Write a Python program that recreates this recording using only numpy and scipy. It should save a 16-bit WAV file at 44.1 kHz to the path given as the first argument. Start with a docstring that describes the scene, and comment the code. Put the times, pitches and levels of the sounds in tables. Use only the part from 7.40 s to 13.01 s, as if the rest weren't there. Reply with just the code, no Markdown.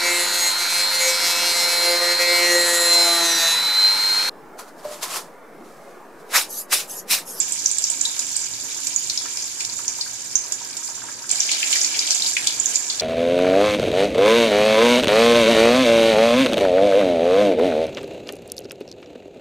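"""Fritters sizzle and pop in a pan of hot oil in a tiled kitchen; at 3.9 s fresh batter goes in and splutters.
Steam bubbles burst as short pitched rings that bounce around the iron bowl before the room takes them;
crowds of them, shaped by the flow of steam, make the sizzle and splutter, and water droplets crack dryly.
A curry simmers and plops on the next burner over churning liquid and the rush of gas flames, both filtered noise.
Two microphone ports colour the sound, and the bass thins out briefly four times from about 4.2 to 4.9 s."""
import sys
import numpy as np
from scipy import signal
from scipy.fft import rfft, irfft
from scipy.io import wavfile
from scipy.ndimage import uniform_filter1d

SR = 44100
rng = np.random.default_rng(int(sys.argv[2]) if len(sys.argv) > 2 else 0)


def wav_record(signal):
    """Record a signal, one row per channel, as 16-bit PCM in the file named by sys.argv[1]."""
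    frames = np.transpose(np.atleast_2d(signal))
    bounded = np.clip(frames, -1, 1)
    # unit amplitude maps onto the largest positive 16-bit level
    quanta = np.round(bounded * 32767).astype(np.int16)
    wavfile.write(sys.argv[1], SR, quanta)


N = 247401
TIME = np.arange(N) / SR
BINS_HZ = np.fft.rfftfreq(N, 1 / SR) + 1e-3  # just above zero, so its logarithm exists
POP_SIZE = 1024  # samples

# loud steam bubbles bursting in the oil: start_s, level_db (over 5 ms, before trim, room and bowl), pitch_hz, width_hz
STEAM_POPS = [(0.002, -18.5, 7330, 1200), (0.122, -19, 8300, 1700), (0.259, -15, 6220, 1200),
              (0.314, -20.5, 7860, 2000), (0.384, -20, 8000, 2400), (0.44, -20, 6200, 2000),
              (0.5, -18.5, 7680, 1430), (0.612, -20.5, 7100, 2780), (0.6523, -22, 3760, 480),
              (0.965, -18, 8000, 1700), (1.5615, -20, 6770, 900), (1.698, -22, 4840, 2600),
              (1.775, -22, 5100, 2400), (1.971, -26.5, 5460, 3400), (2.249, -26, 5560, 3600),
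              (2.48, -21.5, 6330, 2600), (2.611, -24.5, 4740, 1000), (2.955, -15.5, 6260, 1140),
              (3.913, -18, 7400, 2500), (4.003, -16.5, 6130, 1000), (4.092, -24, 2580, 800),
              (4.229, -19, 2500, 850), (4.328, -19, 3020, 1900), (4.356, -23.5, 1960, 520),
              (4.414, -19.5, 5900, 1700), (4.445, -21.5, 5200, 2000), (4.591, -20, 5030, 1700),
              (4.674, -25.5, 3720, 2000), (4.706, -18, 5670, 3200), (4.822, -21.5, 3980, 800),
              (4.862, -24.5, 4400, 1400), (4.967, -17, 2350, 910), (5.072, -20.5, 3660, 1400),
              (5.199, -20, 7100, 1210), (5.258, -19, 6530, 1200), (5.358, -19.5, 7060, 1400),
              (5.5, -24, 4080, 1510), (5.597, -21.5, 4500, 2510)]
# large bubbles breaking in the curry: start_s, peak_db (before trim, room and hollows), pitch_hz
CURRY_PLOPS = [(1.856, -27.5, 1330), (2.206, -22.5, 2480), (2.392, -30, 1200), (2.588, -32.5, 940),
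               (2.663, -31, 1480), (3.051, -36, 925), (3.212, -36, 923), (3.488, -33, 945),
               (3.619, -32, 1460), (3.686, -28.5, 1430), (3.841, -31, 1380)]
# droplets of water cracking in the oil: start_s, level_db (over 5 ms, before trim, room and bowl)
WATER_SPITS = [(0.653, -25), (0.793, -22), (1.058, -31), (1.47, -23.5), (2.206, -27), (3.122, -23),
               (3.368, -28), (3.892, -28), (4.116, -21.5), (5.071, -19)]
# steam gushing as a fritter's wet inside breaks open: peak_s, fine_bubbles_db, coarse_bubbles_db
STEAM_GUSHES = [(0.42, -37, -49), (3.45, -33, -59), (4.12, -30, -31), (4.33, -20.5, -33.5),
                (4.56, -45, -33), (4.711, -25, -35.5), (4.87, -27, -44), (5.04, -49, -35),
                (5.31, -25.5, -46)]
# tone curve of the fine frying: frequency_hz, relative_level_db
SIZZLE_CURVE = [(1500, -20.5), (3000, -15.5), (4600, -8), (6000, 2), (7200, -0.5), (9000, -0.5),
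                (11000, -5.5), (14500, -19)]
# tone curve of the coarse wet bubbling: frequency_hz, relative_level_db
SPLUTTER_CURVE = [(300, 7), (600, 4), (1000, -11.5), (1600, -2), (2300, -0.5), (3200, 3), (4600, -2),
                  (7000, -10.5), (14000, -36)]
# tone curve of the gas flames: frequency_hz, relative_level_db
FLAME_CURVE = [(25, -13), (60, -8.5), (100, -2.5), (170, -1.5), (500, -22)]
# tone curve of the boiling liquids: frequency_hz, relative_level_db
CHURN_CURVE = [(100, -30), (200, -1.5), (300, 3), (600, 0.5), (1000, -1.5), (1700, -0.5), (3000, -11.5),
               (8000, -52)]
# hollow tones of the burners and pans: frequency_hz, width_hz, gain_db
STOVE_HOLLOWS = [(121.4, 10.7, 9.5), (272.2, 6.5, 11.5), (355, 66, 3.5), (940, 61, 8.5), (1606, 52, 5.5)]
# resonances of the iron bowl, a dip where the gain is negative: frequency_hz, width_hz, gain_db
BOWL_MODES = [(1880, 63, -6.5), (2336, 91, 6), (2430, 17, 3.5), (2510, 15, 3.5), (3430, 10, 10.5),
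              (4100, 91, -30), (4650, 9.3, 5), (5250, 35, 2), (6180, 37, 5)]
# tone curves of the microphone ports: frequency_hz, left_db, right_db
PORT_CURVES = [(1070, 1, 0.5), (3330, 3.5, 2.5), (4270, 9.5, 6.5), (5640, 8.5, 4), (6220, -0.5, 7),
               (7180, 0, 15.5), (7860, -4.5, 6), (9150, -5.5, 1), (13700, -2, 0.5)]
# brief thinning of the bass: centre_s, highest_low_edge_hz
BASS_THINNING = [(4.16, 110), (4.35, 284), (4.71, 221), (4.92, 110)]

BATTER_S, BATTER_ATTACK_S = 3.885, 0.019  # the fresh batter meets the oil
GUSH_RISE_S, GUSH_FALL_S = 0.039, 0.095  # each gush swells quickly and ebbs more slowly
OLD_DB, DRYING_DB_PER_S = -30, 1.02  # steam from the fritters already in the pan, dwindling as they dry
CALM_FROM_S, CALM_DB_PER_S = 2.05, 1.97  # extra decline once the older fritters' crust closes
FRESH_DB, CRUSTING_DB_PER_S = -27, 2.5  # steam from the fresh batter, dwindling as its crust forms
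CHURN_DB, FRESH_CHURN_DB = -48, -47.5  # boiling liquid, and what the fresh batter adds to it
BASS_DIP_S = 0.11  # half the length of a dip
TOP_HZ = 14800


def undb(db):
    """Decibels to gain."""
    return 10 ** (np.asarray(db) / 20)


def unit(x):
    """Scale to rms 1."""
    return x / np.sqrt(np.mean(x ** 2))


def colour(x, curve):
    """Filter by a tone curve, joining its points along log frequency."""
    hz, db = np.transpose(curve)
    gain = undb(np.interp(np.log(BINS_HZ), np.log(hz), db))
    return irfft(rfft(x) * gain, N)


def resonate(x, modes):
    """Pass a sound through resonances, each a damped oscillator that reaches its gain at its pitch."""
    gain = 1
    for hz, width_hz, db in modes:
        detuning = (BINS_HZ ** 2 - hz ** 2) / (BINS_HZ * width_hz)
        gain = gain + (undb(db) - 1) / (1 + 1j * detuning)
    return irfft(rfft(x) * gain, N)


def add(out, start_s, sound):
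    """Mix a stereo sound in at its start time."""
    start = max(int(start_s * SR), 0)
    out[:, start:start + sound.shape[1]] += sound[:, :max(N - start, 0)]


def kitchen(x, early_db=-7, early_t60_s=0.092, late_db=-6, late_t60_s=0.26):
    """Quick reflections off stove and tiles, then the room's short tail, drawn anew for every call."""
    t = TIME[:SR // 3]
    arrived = t > .004
    response = 0
    for db, t60_s in [(early_db, early_t60_s), (late_db, late_t60_s)]:
        decay = np.exp(-np.log(1000) * t / t60_s)
        tail = rng.standard_normal((2, len(t))) * arrived * decay
        response = response + undb(db) * tail / np.linalg.norm(tail, axis=1, keepdims=True)
    response[:, 0] = 1  # the direct sound
    return signal.fftconvolve(x, response, axes=1)[:, :N]


def rush(curve, side, waver_db, wavers_per_s):
    """Coloured noise in the stove's hollows, largely alike at both ports, with a randomly wavering level."""
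    centre, apart, waver = rng.standard_normal((3, N))
    noise = centre + side * np.outer([1, -1], apart)
    noise = unit(resonate(colour(noise, curve), STOVE_HOLLOWS))
    waver = unit(uniform_filter1d(waver, SR // wavers_per_s))
    return noise * undb(waver_db * waver)


def flames():
    """Gas flames rush as low noise whose level throbs irregularly."""
    return rush(FLAME_CURVE, side=0.47, waver_db=2.0, wavers_per_s=7) * undb(-56.0)


def batter_in():
    """0 before the fresh batter meets the oil, rising quickly to 1."""
    return np.clip((TIME - BATTER_S) / BATTER_ATTACK_S, 0, 1)


def churn():
    """Boiling liquid tumbles as wavering noise, stronger once the fresh batter is in."""
    boil = np.hypot(undb(CHURN_DB), undb(FRESH_CHURN_DB) * batter_in())
    return rush(CHURN_CURVE, side=0.49, waver_db=1.43, wavers_per_s=16) * boil


def ring(hz, width_hz):
    """The open cavity of a burst bubble swells and dies quickly, the faster the wider its resonance; energy 1."""
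    t = np.arange(POP_SIZE) / SR
    flow = t * np.exp(-np.pi * width_hz * t) * np.sin(2 * np.pi * hz * t)
    wave = np.gradient(flow)  # a small opening radiates the change of its flow, so the bass is weak
    return wave / np.linalg.norm(wave)


def bounce(wave, spread_s=.0042, echo=0.47, count=12):
    """A burst reaches each port directly and off the walls of the pan; the energy stays 1."""
    paths = np.zeros((2, POP_SIZE // 2))
    for path in paths:
        lags = (np.arange(count) + rng.random(count)) / count * spread_s * SR
        lags = np.clip(lags, 0, len(path) - 1).astype(int)
        path[lags] = echo * rng.choice([-1, 1], count)
        path[rng.integers(POP_SIZE // 128)] += 1  # the direct sound, within 8 samples
    heard = signal.fftconvolve(paths, wave[None], axes=1)
    return heard / np.linalg.norm(heard, axis=1, keepdims=True)


def bubbles(per_s, scatter_db, damping, echo, low_hz, high_hz, spots=28, parts=3):
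    """Random bursts from many spots in one or more parts of the pan, each spot with its own pitch; rms 1."""
    crowd = np.zeros((parts, 2, N))
    for spot, hz in enumerate(np.geomspace(low_hz, min(high_hz, SR / 3), spots)):
        when, chance, chosen = rng.random((N // 100, 3)).T
        active = chosen < per_s * N / SR / spots / len(when)
        sizes = undb(-scatter_db * np.log(.03 + .97 * chance))  # a few are much larger
        bursts = np.bincount((when * N).astype(int), sizes * active, N)
        burst = np.sqrt(hz) * bounce(ring(hz, damping * hz), echo=echo)
        crowd[spot % parts] += signal.oaconvolve(bursts[None], burst, axes=1)[:, :N]
    return unit(sum(kitchen(part) for part in crowd))


def curry(level_db=0, width_hz=650, simmer_db=-56):
    """Thick sauce simmers and breaks in soft, low plops that sound the hollow of its pan."""
    simmer = bubbles(per_s=29, scatter_db=4.5, damping=0.35, echo=0.54, low_hz=816, high_hz=1540,
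                     spots=5, parts=1)
    out = undb(simmer_db) * simmer
    for start_s, db, hz in CURRY_PLOPS:
        plop = bounce(ring(hz, width_hz), spread_s=.008, echo=0.38)
        add(out, start_s, undb(db + level_db) * kitchen(plop / np.abs(plop).max()))
    return resonate(out, STOVE_HOLLOWS)


def spits(level_db=0.0):
    """A droplet of water flashes to steam: a dry crack with hardly any pitch."""
    out = np.zeros((2, N))
    window = SR / 200  # 5 ms in samples, turning level into energy
    crack = ring(hz=6840, width_hz=5600)
    for start_s, db in WATER_SPITS:
        heard = kitchen(bounce(crack, spread_s=.005, echo=0.52))
        add(out, start_s, undb(db + level_db) * np.sqrt(window) * heard)
    return out


def pops(level_db=-1.0, snap_db=-16, stove_db=-7.5, tail_db=-5, tail_t60_s=0.33):
    """Single large steam bubbles: the skin tears with a snap as the cavity rings, lingering in pan and room."""
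    out = np.zeros((2, N))
    window = SR / 200  # 5 ms in samples, turning level into energy
    tear = ring(hz=7600, width_hz=5200)
    for start_s, db, hz, width_hz in STEAM_POPS:
        snap = undb(snap_db) * bounce(tear, echo=0.16)
        cavity = bounce(ring(hz, width_hz), spread_s=.004, echo=.6)
        heard = kitchen(snap + cavity, early_db=stove_db, late_db=tail_db, late_t60_s=tail_t60_s)
        add(out, start_s, undb(db + level_db) * np.sqrt(window) * heard)
    return out


def steam():
    """Flow of steam as gains: from the older fritters, from the fresh batter, and in fine and coarse gushes."""
    calming_db = CALM_DB_PER_S * np.maximum(TIME - CALM_FROM_S, 0)
    old = undb(OLD_DB - DRYING_DB_PER_S * TIME - calming_db)
    fresh = batter_in() * undb(FRESH_DB - CRUSTING_DB_PER_S * (TIME - BATTER_S))
    fine, coarse = 0, 0
    for peak_s, fine_db, coarse_db in STEAM_GUSHES:
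        swell = np.exp(-np.maximum((peak_s - TIME) / GUSH_RISE_S, (TIME - peak_s) / GUSH_FALL_S))
        fine = fine + undb(fine_db) * swell
        coarse = coarse + undb(coarse_db) * swell
    return old, fresh, fine, coarse


def oil(sizzle_db=-4.0, old_splutter_db=-13, fresh_splutter_db=-11, froth_db=-6,
        tick_db=-12, gush_tick_db=-3, small_pops_db=-6):
    """Tiny bubbles fizz, crisp skins tick and wet batter throws larger bubbles; all follow the steam."""
    fine = bubbles(per_s=1400, scatter_db=3.0, damping=0.38, echo=0.38, low_hz=2094, high_hz=14640)
    ticks = bubbles(per_s=90, scatter_db=3.0, damping=0.9, echo=0.52, low_hz=6700, high_hz=12000,
                    spots=6, parts=1)
    froth = rng.standard_normal((2, N))  # bursts too many to tell apart
    sizzle = unit(colour(fine + undb(froth_db) * froth, SIZZLE_CURVE))
    coarse = bubbles(per_s=1000, scatter_db=3.5, damping=0.33, echo=0.69, low_hz=686, high_hz=10960)
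    splutter = unit(colour(coarse, SPLUTTER_CURVE))
    small_pops = bubbles(per_s=50, scatter_db=2.5, damping=0.26, echo=0.36, low_hz=4730, high_hz=8340,
                         spots=8, parts=1)

    # steam flows add as powers
    old, fresh, fine_gush, coarse_gush = steam()
    frying = np.linalg.norm([old, fresh, fine_gush], axis=0) * undb(sizzle_db)
    old_wet, fresh_wet = old * undb(old_splutter_db), fresh * undb(fresh_splutter_db)
    wet = np.linalg.norm([old_wet, fresh_wet, coarse_gush], axis=0)
    crisp = undb(tick_db) * np.hypot(old, undb(gush_tick_db) * fine_gush)
    return (sizzle + undb(small_pops_db) * small_pops) * frying + splutter * wet + ticks * crisp


def scene():
    """The oil rings its pan beside the curry; the liquids churn and the gas flames throb beneath."""
    background = flames() + churn() + curry()
    pan = spits() + pops() + oil()
    return background + resonate(pan, BOWL_MODES)


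def thin_bass(x):
    """Take away the lows under an edge that rises and falls with each dip."""
    hz, s, frames = signal.stft(x, SR, nperseg=2 * POP_SIZE)
    edge_hz = 1 + sum(top_hz * np.exp(-((s - at_s) / BASS_DIP_S) ** 2) for at_s, top_hz in BASS_THINNING)
    ratio = (hz[:, None] / edge_hz) ** 4  # a fourth-order slope
    thinned = frames * ratio / np.hypot(1, ratio)
    return signal.istft(thinned, SR, nperseg=2 * POP_SIZE)[1][:, :N]


def record(dry):
    """Each port has its own tone curve; the bass dips, peaks clip at full scale and the top is cut steeply."""
    ports = np.array(PORT_CURVES)
    left = colour(dry[0], ports[:, :2])
    right = colour(dry[1], ports[:, ::2])
    heard = np.clip(thin_bass(np.array([left, right])), -1, 1)
    top_cut = signal.ellip(10, .2, 70, TOP_HZ, fs=SR, output="sos")
    return signal.sosfilt(top_cut, heard)


dry = scene()
out = record(dry)
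wav_record(out)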